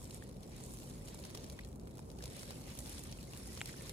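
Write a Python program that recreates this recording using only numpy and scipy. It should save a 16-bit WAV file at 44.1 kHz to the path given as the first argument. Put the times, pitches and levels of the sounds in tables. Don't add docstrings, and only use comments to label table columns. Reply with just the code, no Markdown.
import sys
import numpy as np
from scipy import signal
from scipy.fft import rfft, irfft
from scipy.io import wavfile
from scipy.ndimage import uniform_filter1d

SR = 44100
rng = np.random.default_rng(int(sys.argv[2]) if len(sys.argv) > 2 else 0)


def generate_wav(sig):
    pcm = np.round(np.clip(np.atleast_2d(sig).T, -1, 1) * 32767).astype(np.int16)
    wavfile.write(sys.argv[1], SR, pcm)


N = 172872

# t/s, treble level/dB, upper-mid level/dB
SWELL_LEVELS = [(0, -62, -72), (.09, -64, -68), (.155, -58, -67), (.22, -68.5, -72.5), (.38, -72, -77),
                (.52, -66.5, -68), (.67, -59.5, -68.5), (.85, -60, -67), (1.0, -65.5, -67.5),
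                (1.35, -64.5, -66), (1.55, -67.5, -69.5), (1.68, -73, -72.5), (1.79, -80.5, -83),
                (1.88, -70.5, -74), (1.97, -72.5, -76), (2.15, -70.5, -75.5), (2.25, -65, -65),
                (2.42, -59, -61.5), (2.62, -62.5, -66), (2.93, -55.5, -63), (3.04, -61.5, -63.5),
                (3.12, -66.5, -65), (3.25, -63.5, -66.5), (3.5, -59.5, -62), (3.92, -60.5, -61.5)]
# f/Hz, level/dB
WASH_TREBLE_SPECTRUM = [(2500, -17.5), (5000, -3), (6500, -1), (8000, 2), (9700, 1.5), (11500, -2.5),
                        (13000, -1), (14300, -16), (15500, -27)]
WASH_MID_SPECTRUM = [(400, -14), (950, 3.5), (1400, -0.5), (2350, 4), (2750, 1), (3300, 0), (4100, 0.5),
                     (4950, -2.5), (5500, -2.5), (7500, -17.5), (12000, -37)]
# f/Hz, likeness (0-1)
ICE_LIKENESS = [(1500, 0.25), (3500, 0.25), (5300, 0.54), (8000, 0.15), (9400, 0.081), (11800, 1),
                (15000, 0.18)]
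# f/Hz, phase/rad
LEFT_PHASE = [(0, 0), (1380, -2.5), (2330, -4.5), (4050, -7), (5340, -11), (6460, -7), (7410, -7),
              (8100, -3.5), (8440, -5), (9990, 2.2), (10500, 1.2), (12300, -2), (14500, -5.5)]
# t/s, body level/dB, snap level/dB, sparkle level/dB
PLATE_CRACKS = [(0.0523, -75, -58, -63), (0.1075, -73, -56, -55), (0.4307, -77, -57.5, -60),
                (0.5172, -65, -60, -64), (0.66, -78, -69, -57), (0.736, -65, -63, -53),
                (0.9544, -64, -64, -61), (1.0558, -72, -65, -55), (1.0736, -70, -57, -65),
                (1.082, -54, -55, -62), (1.1435, -63, -56, -50), (1.1878, -65, -54.5, -64),
                (1.1977, -72, -68, -53.5), (1.2376, -57, -53, -62), (1.2487, -52, -48.5, -50.5),
                (1.301, -59.5, -55.5, -56), (1.3464, -56, -49, -58), (1.349, -50.5, -46, -54),
                (1.372, -56, -51, -55), (1.4415, -66, -54.5, -58.5), (1.498, -68, -51.5, -54),
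                (1.526, -59.5, -61, -56.5), (1.5892, -59.5, -61, -63), (1.608, -70, -65, -62),
                (1.647, -62, -57, -60), (1.7277, -72, -65.5, -64), (1.757, -75, -70, -61.5),
                (1.7963, -64, -64, -64.5), (1.8718, -56, -69, -73), (1.9708, -63, -62, -63),
                (1.9804, -59, -61, -62.5), (1.991, -58.5, -58, -60), (2.1004, -69, -55, -63),
                (2.1856, -67, -54.5, -62), (2.2225, -59, -49, -60), (2.2379, -51, -49, -53),
                (2.2553, -73, -53, -51), (2.331, -70, -63, -57), (2.364, -56, -59, -51.5),
                (2.3923, -66, -51.5, -56), (2.43, -52, -52, -58), (2.5053, -50, -51.5, -51.5),
                (2.7875, -54, -52, -45.5), (2.8033, -65, -67, -59), (2.893, -66, -57, -48),
                (2.923, -63, -56, -52), (2.9801, -68, -48.5, -60), (2.9915, -66, -56, -51),
                (3.035, -66, -57, -48), (3.112, -74, -56, -58), (3.1237, -63, -48.5, -66),
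                (3.333, -53, -53, -55.5), (3.3722, -73, -66, -52), (3.473, -67, -69, -55),
                (3.5284, -67, -60, -55), (3.5732, -55, -51, -58), (3.614, -49.5, -51, -59),
                (3.6563, -58, -48, -49), (3.673, -57, -54.5, -51), (3.688, -62, -62, -53),
                (3.8075, -56, -70, -62), (3.82, -56, -65, -53), (3.893, -52, -48.5, -48)]
# f/Hz, level/dB
BODY_SPECTRUM = [(220, -26), (480, 3.5), (1000, 1), (2000, -8), (3200, -16), (8000, -22)]
SNAP_SPECTRUM = [(1200, -13.5), (2800, -3), (4200, 1), (5800, 0), (8000, -14), (14000, -19)]
SPARKLE_SPECTRUM = [(3500, -29), (6500, 1), (9800, 2.5), (12500, -6), (14000, 1), (15500, -24)]
# t/s, starting f/Hz, ring level/dB before rise and decay,
# decay to 1/e in cycles of the starting pitch, lag of the left side/ms
WATER_PLIPS = [(0.2236, 1730, -42, 3.4, -0.16), (1.3513, 925, -48, 3.2, 0.25),
               (1.5899, 1830, -38.5, 1.8, 0.14), (1.5905, 3200, -41, 3, 0.16),
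               (1.593, 1940, -36, 2.6, 0.16), (1.6352, 4100, -45, 3.7, 0.051), (1.9922, 840, -43, 2.3, .3),
               (2.206, 1630, -45, 4, 0.38), (3.334, 2670, -41, 5.3, 0.28), (3.187, 2630, -47, 8, 0.25),
               (3.6073, 2900, -29.5, 2.2, 0.0011), (3.6149, 2220, -19.5, 1.16, 0.072),
               (3.6158, 830, -39, 1.4, 0), (3.6153, 3900, -38, 2.5, 0.052), (3.693, 1870, -36.5, 1.8, 0.12),
               (3.741, 1540, -39, 1.6, 0.13), (3.8105, 2250, -41, 1.8, 0.074)]
# f/Hz, level/dB
PLIP_CLICK_SPECTRUM = [(500, -8), (3500, 11), (5200, -27), (7500, 2.5), (10000, -8), (14000, -28)]
# t/s, level/dB
SLOSH_LEVELS = [(0, -74), (.6, -63), (1.0, -64), (1.4, -57.5), (1.7, -65.5), (2.3, -59), (3.1, -72),
                (3.7, -63.5), (3.92, -59)]
# f/Hz, level/dB
SLOSH_SPECTRUM = [(200, -1.5), (370, 8.5), (600, -1), (950, -11.5), (1600, -26), (4000, -45)]
# f/Hz, rms level/dB
HUM_TONES = [(129, -65.5), (549, -74)]
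# f/Hz, level/dB
RUMBLE_SPECTRUM = [(24, -22), (33, -30), (42, 0.5), (70, -0.5), (105, -5), (130, -1), (155, -4.5),
                   (215, -4), (300, -11), (480, -15), (750, -23.5), (1200, -30.5), (2000, -46), (5000, -52)]
# f/Hz, likeness (0-1)
LOW_LIKENESS = [(60, 0.96), (130, 0.95), (280, 0.84), (550, 0.58), (1400, 0.03)]
# f/Hz, left minus right level/dB
SIDE_BALANCE = [(400, 0), (900, 1.5), (2800, 0), (5300, 1.5), (6500, -0.5), (8000, -1.5), (9500, -8),
                (11500, -0.5), (13000, -0.5)]

TREBLE_TRIM_DB, MID_TRIM_DB, FIZZ_DB = -0.53, 1.14, -0.5
FLICKER_DB, MID_FLICKER_DB = 0.87, 2.7
TICKS_PER_S, TICK_SPREAD_DB, TICK_DECAY_S = 1700, 2, 0.00021
PATCH_DB, PATCHES_PER_S = 2, 170
COLOUR_DRIFT_DB, COLOUR_DRIFT_PER_S = 1.05, 7

CRACK_RISE_S, CRACK_DECAY_S, CRACK_GRIT = 0.0023, 0.0016, 0.44
CRACK_TAIL_DB, CRACK_TAIL_S = -22, 0.0097
CRACK_SPAN_S = 0.0053
FULL_LENGTH_DB, DB_PER_LENGTH_DOUBLING = -45.5, 24
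CRACKLES_PER_S, CRACKLE_SPREAD_DB, CRACKLE_LENGTH = 130, 3.0, 0.46
CRACKLE_DB, CRACKLE_FOLLOW = -68, 0.65

PLIP_CLICK_DB, PLIP_CLICK_DECAY_S, PLIP_RISE_S, GLIDE_PER_S = -13.5, 0.0011, 0.00017, 6.54
BUBBLES_PER_S, BUBBLE_LOW_HZ, BUBBLE_HIGH_HZ = 600, 1801, 11080
BUBBLE_CYCLES, BUBBLE_SPREAD_DB, BUBBLE_DB = 23, 5, -67
GURGLES_PER_S, GURGLE_LOW_HZ, GURGLE_HIGH_HZ = 45, 370.3, 1100
GURGLE_CYCLES, GURGLE_SPREAD_DB, GURGLE_DB = 7.6, 3, -66
BUBBLE_LAG_S, GURGLE_LAG_S = 0.00029, 0.00058

HUM_WAVER_DB, HUM_DRIFT_HZ = 2.5, 2.462
RUMBLE_DB, RUMBLE_GUST_DB = -49.5, 0.18
TOP_HZ = 15800


def undb(db):
    return 10 ** (np.asarray(db) / 20)


def unit(x):
    return x / np.sqrt(np.mean(x ** 2))


def over_time(s, value):
    return np.interp(np.arange(N) / SR, s, value)


def along(points):
    hz, value = np.array(points, float).T
    bins = np.arange(N // 2 + 1) * SR / N + 1e-9
    return np.interp(np.log(bins), np.log(hz), value)


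def colour(x, points):
    return irfft(rfft(x) * unit(undb(along(points))), N)


def walk(rate):
    step = max(int(SR / rate), 1)
    held = np.repeat(rng.standard_normal(N // step + 1), step)
    return unit(uniform_filter1d(held, step)[:N])


def pair(likeness):
    c = np.clip(likeness, 0, 1)
    shared, left, right = rfft(rng.standard_normal((3, N)))
    phase = np.interp(np.arange(N // 2 + 1) * SR / N, *np.array(LEFT_PHASE).T)
    common = np.array([shared * np.exp(1j * phase), shared])
    return irfft(np.sqrt(c) * common + np.sqrt(1 - c) * np.array([left, right]), N)


def showers(rate, spread_db):
    chance = rng.random(N)
    size = np.clip(rng.standard_normal(N), -2, 2)
    return (chance < rate / SR) * undb(spread_db * size) ** 2


def envelope(energy, shape):
    spread = signal.fftconvolve(energy, shape ** 2 / np.sum(shape ** 2))[:N]
    return np.sqrt(np.maximum(spread, 0))


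def swell():
    s, high, low = np.array(SWELL_LEVELS).T
    return over_time(s, high), over_time(s, low)


def wash():
    high, low = swell()
    t = np.arange(SR // 50) / SR
    busy = undb(high - high.mean())
    energy = showers(TICKS_PER_S * busy, TICK_SPREAD_DB) / busy
    ticks = unit(envelope(energy, np.exp(-t / TICK_DECAY_S)))
    grain = unit(pair(along(ICE_LIKENESS)) * np.hypot(ticks, undb(FIZZ_DB)))
    grain = grain * undb(FLICKER_DB * walk(35))
    treble = colour(grain, WASH_TREBLE_SPECTRUM) * undb(high + TREBLE_TRIM_DB)
    mid_db = low + MID_TRIM_DB + MID_FLICKER_DB * walk(25)
    return treble + colour(grain, WASH_MID_SPECTRUM) * undb(mid_db)


def patchy(x):
    count = 18
    place = along([(900, 0), (2500, 4), (6000, 10), (15000, count - 1)])
    spectrum, out = rfft(x), 0
    for k in range(count):
        db = PATCH_DB * np.clip(walk(PATCHES_PER_S), -2, 2)
        db = db + COLOUR_DRIFT_DB * walk(COLOUR_DRIFT_PER_S)
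        band = irfft(spectrum * np.maximum(1 - abs(place - k), 0), N)
        out = out + band * unit(undb(db))
    return out


def crack_shape(length):
    t = np.arange(SR // 16) / SR / length
    rise = 1 - np.exp(-(t / CRACK_RISE_S) ** 2)
    scatter = undb(CRACK_TAIL_DB) * np.exp(-t / CRACK_TAIL_S)
    return rise * (np.exp(-t / CRACK_DECAY_S) + scatter)


def splinters():
    grit = np.exp(CRACK_GRIT * np.clip(walk(2200), -2, 2))
    return unit(pair(along(ICE_LIKENESS)) * grit)


def cracks():
    power = np.zeros((3, N + SR))
    for s, *db in PLATE_CRACKS:
        length = 2 ** ((max(db) - FULL_LENGTH_DB) / DB_PER_LENGTH_DOUBLING)
        shape = crack_shape(length) ** 2
        i = int(s * SR)
        power[:, i:i + len(shape)] += np.outer(undb(db) ** 2, shape / shape.sum()) * CRACK_SPAN_S * SR
    out = 0
    for p, spectrum in zip(power, (BODY_SPECTRUM, SNAP_SPECTRUM, SPARKLE_SPECTRUM)):
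        out = out + colour(np.sqrt(p[:N]) * splinters(), spectrum)
    return out


def crackle():
    high, _ = swell()
    energy = showers(CRACKLES_PER_S, CRACKLE_SPREAD_DB)
    out = 0
    for spectrum, db in ((BODY_SPECTRUM, -5), (SNAP_SPECTRUM, -1), (SPARKLE_SPECTRUM, 1.5)):
        varied = energy * undb(0.96 * walk(200)) ** 2
        env = unit(envelope(varied, crack_shape(CRACKLE_LENGTH)))
        out = out + undb(db) * colour(env * splinters(), spectrum)
    return out * undb(CRACKLE_DB + CRACKLE_FOLLOW * (high - high.mean()))


def plips():
    rings, clicks, size = np.zeros((2, N)), np.zeros((2, N)), SR // 25
    for s, hz, db, cycles, lag_ms in WATER_PLIPS:
        lag = np.array([[max(lag_ms, 0)], [max(-lag_ms, 0)]]) / 1000
        t = np.maximum(np.arange(size) / SR - lag, 0)
        i = int(s * SR)
        onset = undb(db) * (1 - np.exp(-t / PLIP_RISE_S))
        tone = np.sin(2 * np.pi * hz * t * (1 + GLIDE_PER_S * t))
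        rings[:, i:i + size] += onset * tone * np.exp(-t * hz / cycles)
        clicks[:, i:i + size] += onset * rng.standard_normal(size) * np.exp(-t / PLIP_CLICK_DECAY_S)
    return rings + undb(PLIP_CLICK_DB) * colour(clicks, PLIP_CLICK_SPECTRUM)


def bubbles():
    high, low = swell()
    t = np.arange(SR // 50) / SR
    out = np.zeros((2, N + len(t)))
    for when, p, size, pan, length in rng.random((int(BUBBLES_PER_S * N / SR), 5)):
        i = int(when * N)
        hz = BUBBLE_LOW_HZ + (BUBBLE_HIGH_HZ - BUBBLE_LOW_HZ) * p
        db = low[i] + p * (high[i] - low[i]) + BUBBLE_SPREAD_DB * min(-np.log(1 - size), 2)
        late = np.maximum(t - BUBBLE_LAG_S * np.array([[pan], [1 - pan]]), 0)
        decay = np.exp(-late * hz / (BUBBLE_CYCLES * (.5 + length)))
        out[:, i:i + len(t)] += undb(db) * np.sin(2 * np.pi * hz * late) * decay
    return unit(out[:, :N]) * undb(BUBBLE_DB)


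def gurgles():
    t = np.arange(SR // 12) / SR
    out = np.zeros((2, N + len(t)))
    for when, p, size, pan in rng.random((int(GURGLES_PER_S * N / SR), 4)):
        i = int(when * N)
        hz = GURGLE_LOW_HZ * (GURGLE_HIGH_HZ / GURGLE_LOW_HZ) ** p
        slosh_db = np.interp(i / SR, *np.array(SLOSH_LEVELS).T)
        db = .5 * slosh_db + GURGLE_SPREAD_DB * min(-np.log(1 - size), 2)
        late = np.maximum(t - GURGLE_LAG_S * np.array([[pan], [1 - pan]]), 0)
        tone = np.sin(2 * np.pi * hz * late * (1 + GLIDE_PER_S * late))
        out[:, i:i + len(t)] += undb(db) / np.sqrt(hz) * tone * np.exp(-late * hz / GURGLE_CYCLES)
    return unit(out[:, :N]) * undb(GURGLE_DB)


def slosh():
    level_db = over_time(*np.array(SLOSH_LEVELS).T) + 1.35 * walk(18)
    return colour(pair(along(LOW_LIKENESS)), SLOSH_SPECTRUM) * undb(level_db)


def hum():
    out = 0
    for hz, db in HUM_TONES:
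        phase = 2 * np.pi * np.cumsum(hz + HUM_DRIFT_HZ * walk(8)) / SR
        out = out + undb(db) * unit(np.sin(phase) * undb(HUM_WAVER_DB * walk(5.2)))
    return out


def rumble():
    noise = unit(colour(pair(along(LOW_LIKENESS)), RUMBLE_SPECTRUM))
    return noise * undb(RUMBLE_DB + RUMBLE_GUST_DB * walk(5.26))


def scene():
    ice = patchy(wash() + crackle()) + cracks()
    water = plips() + bubbles() + gurgles() + slosh()
    return ice + water + hum() + rumble()


def record(dry):
    balance_db = along(SIDE_BALANCE) * np.array([[.5], [-.5]])
    heard = irfft(rfft(dry) * undb(balance_db), N)
    return signal.sosfilt(signal.ellip(8, .2, 70, TOP_HZ, fs=SR, output="sos"), heard)


dry = scene()
out = record(dry)
generate_wav(out)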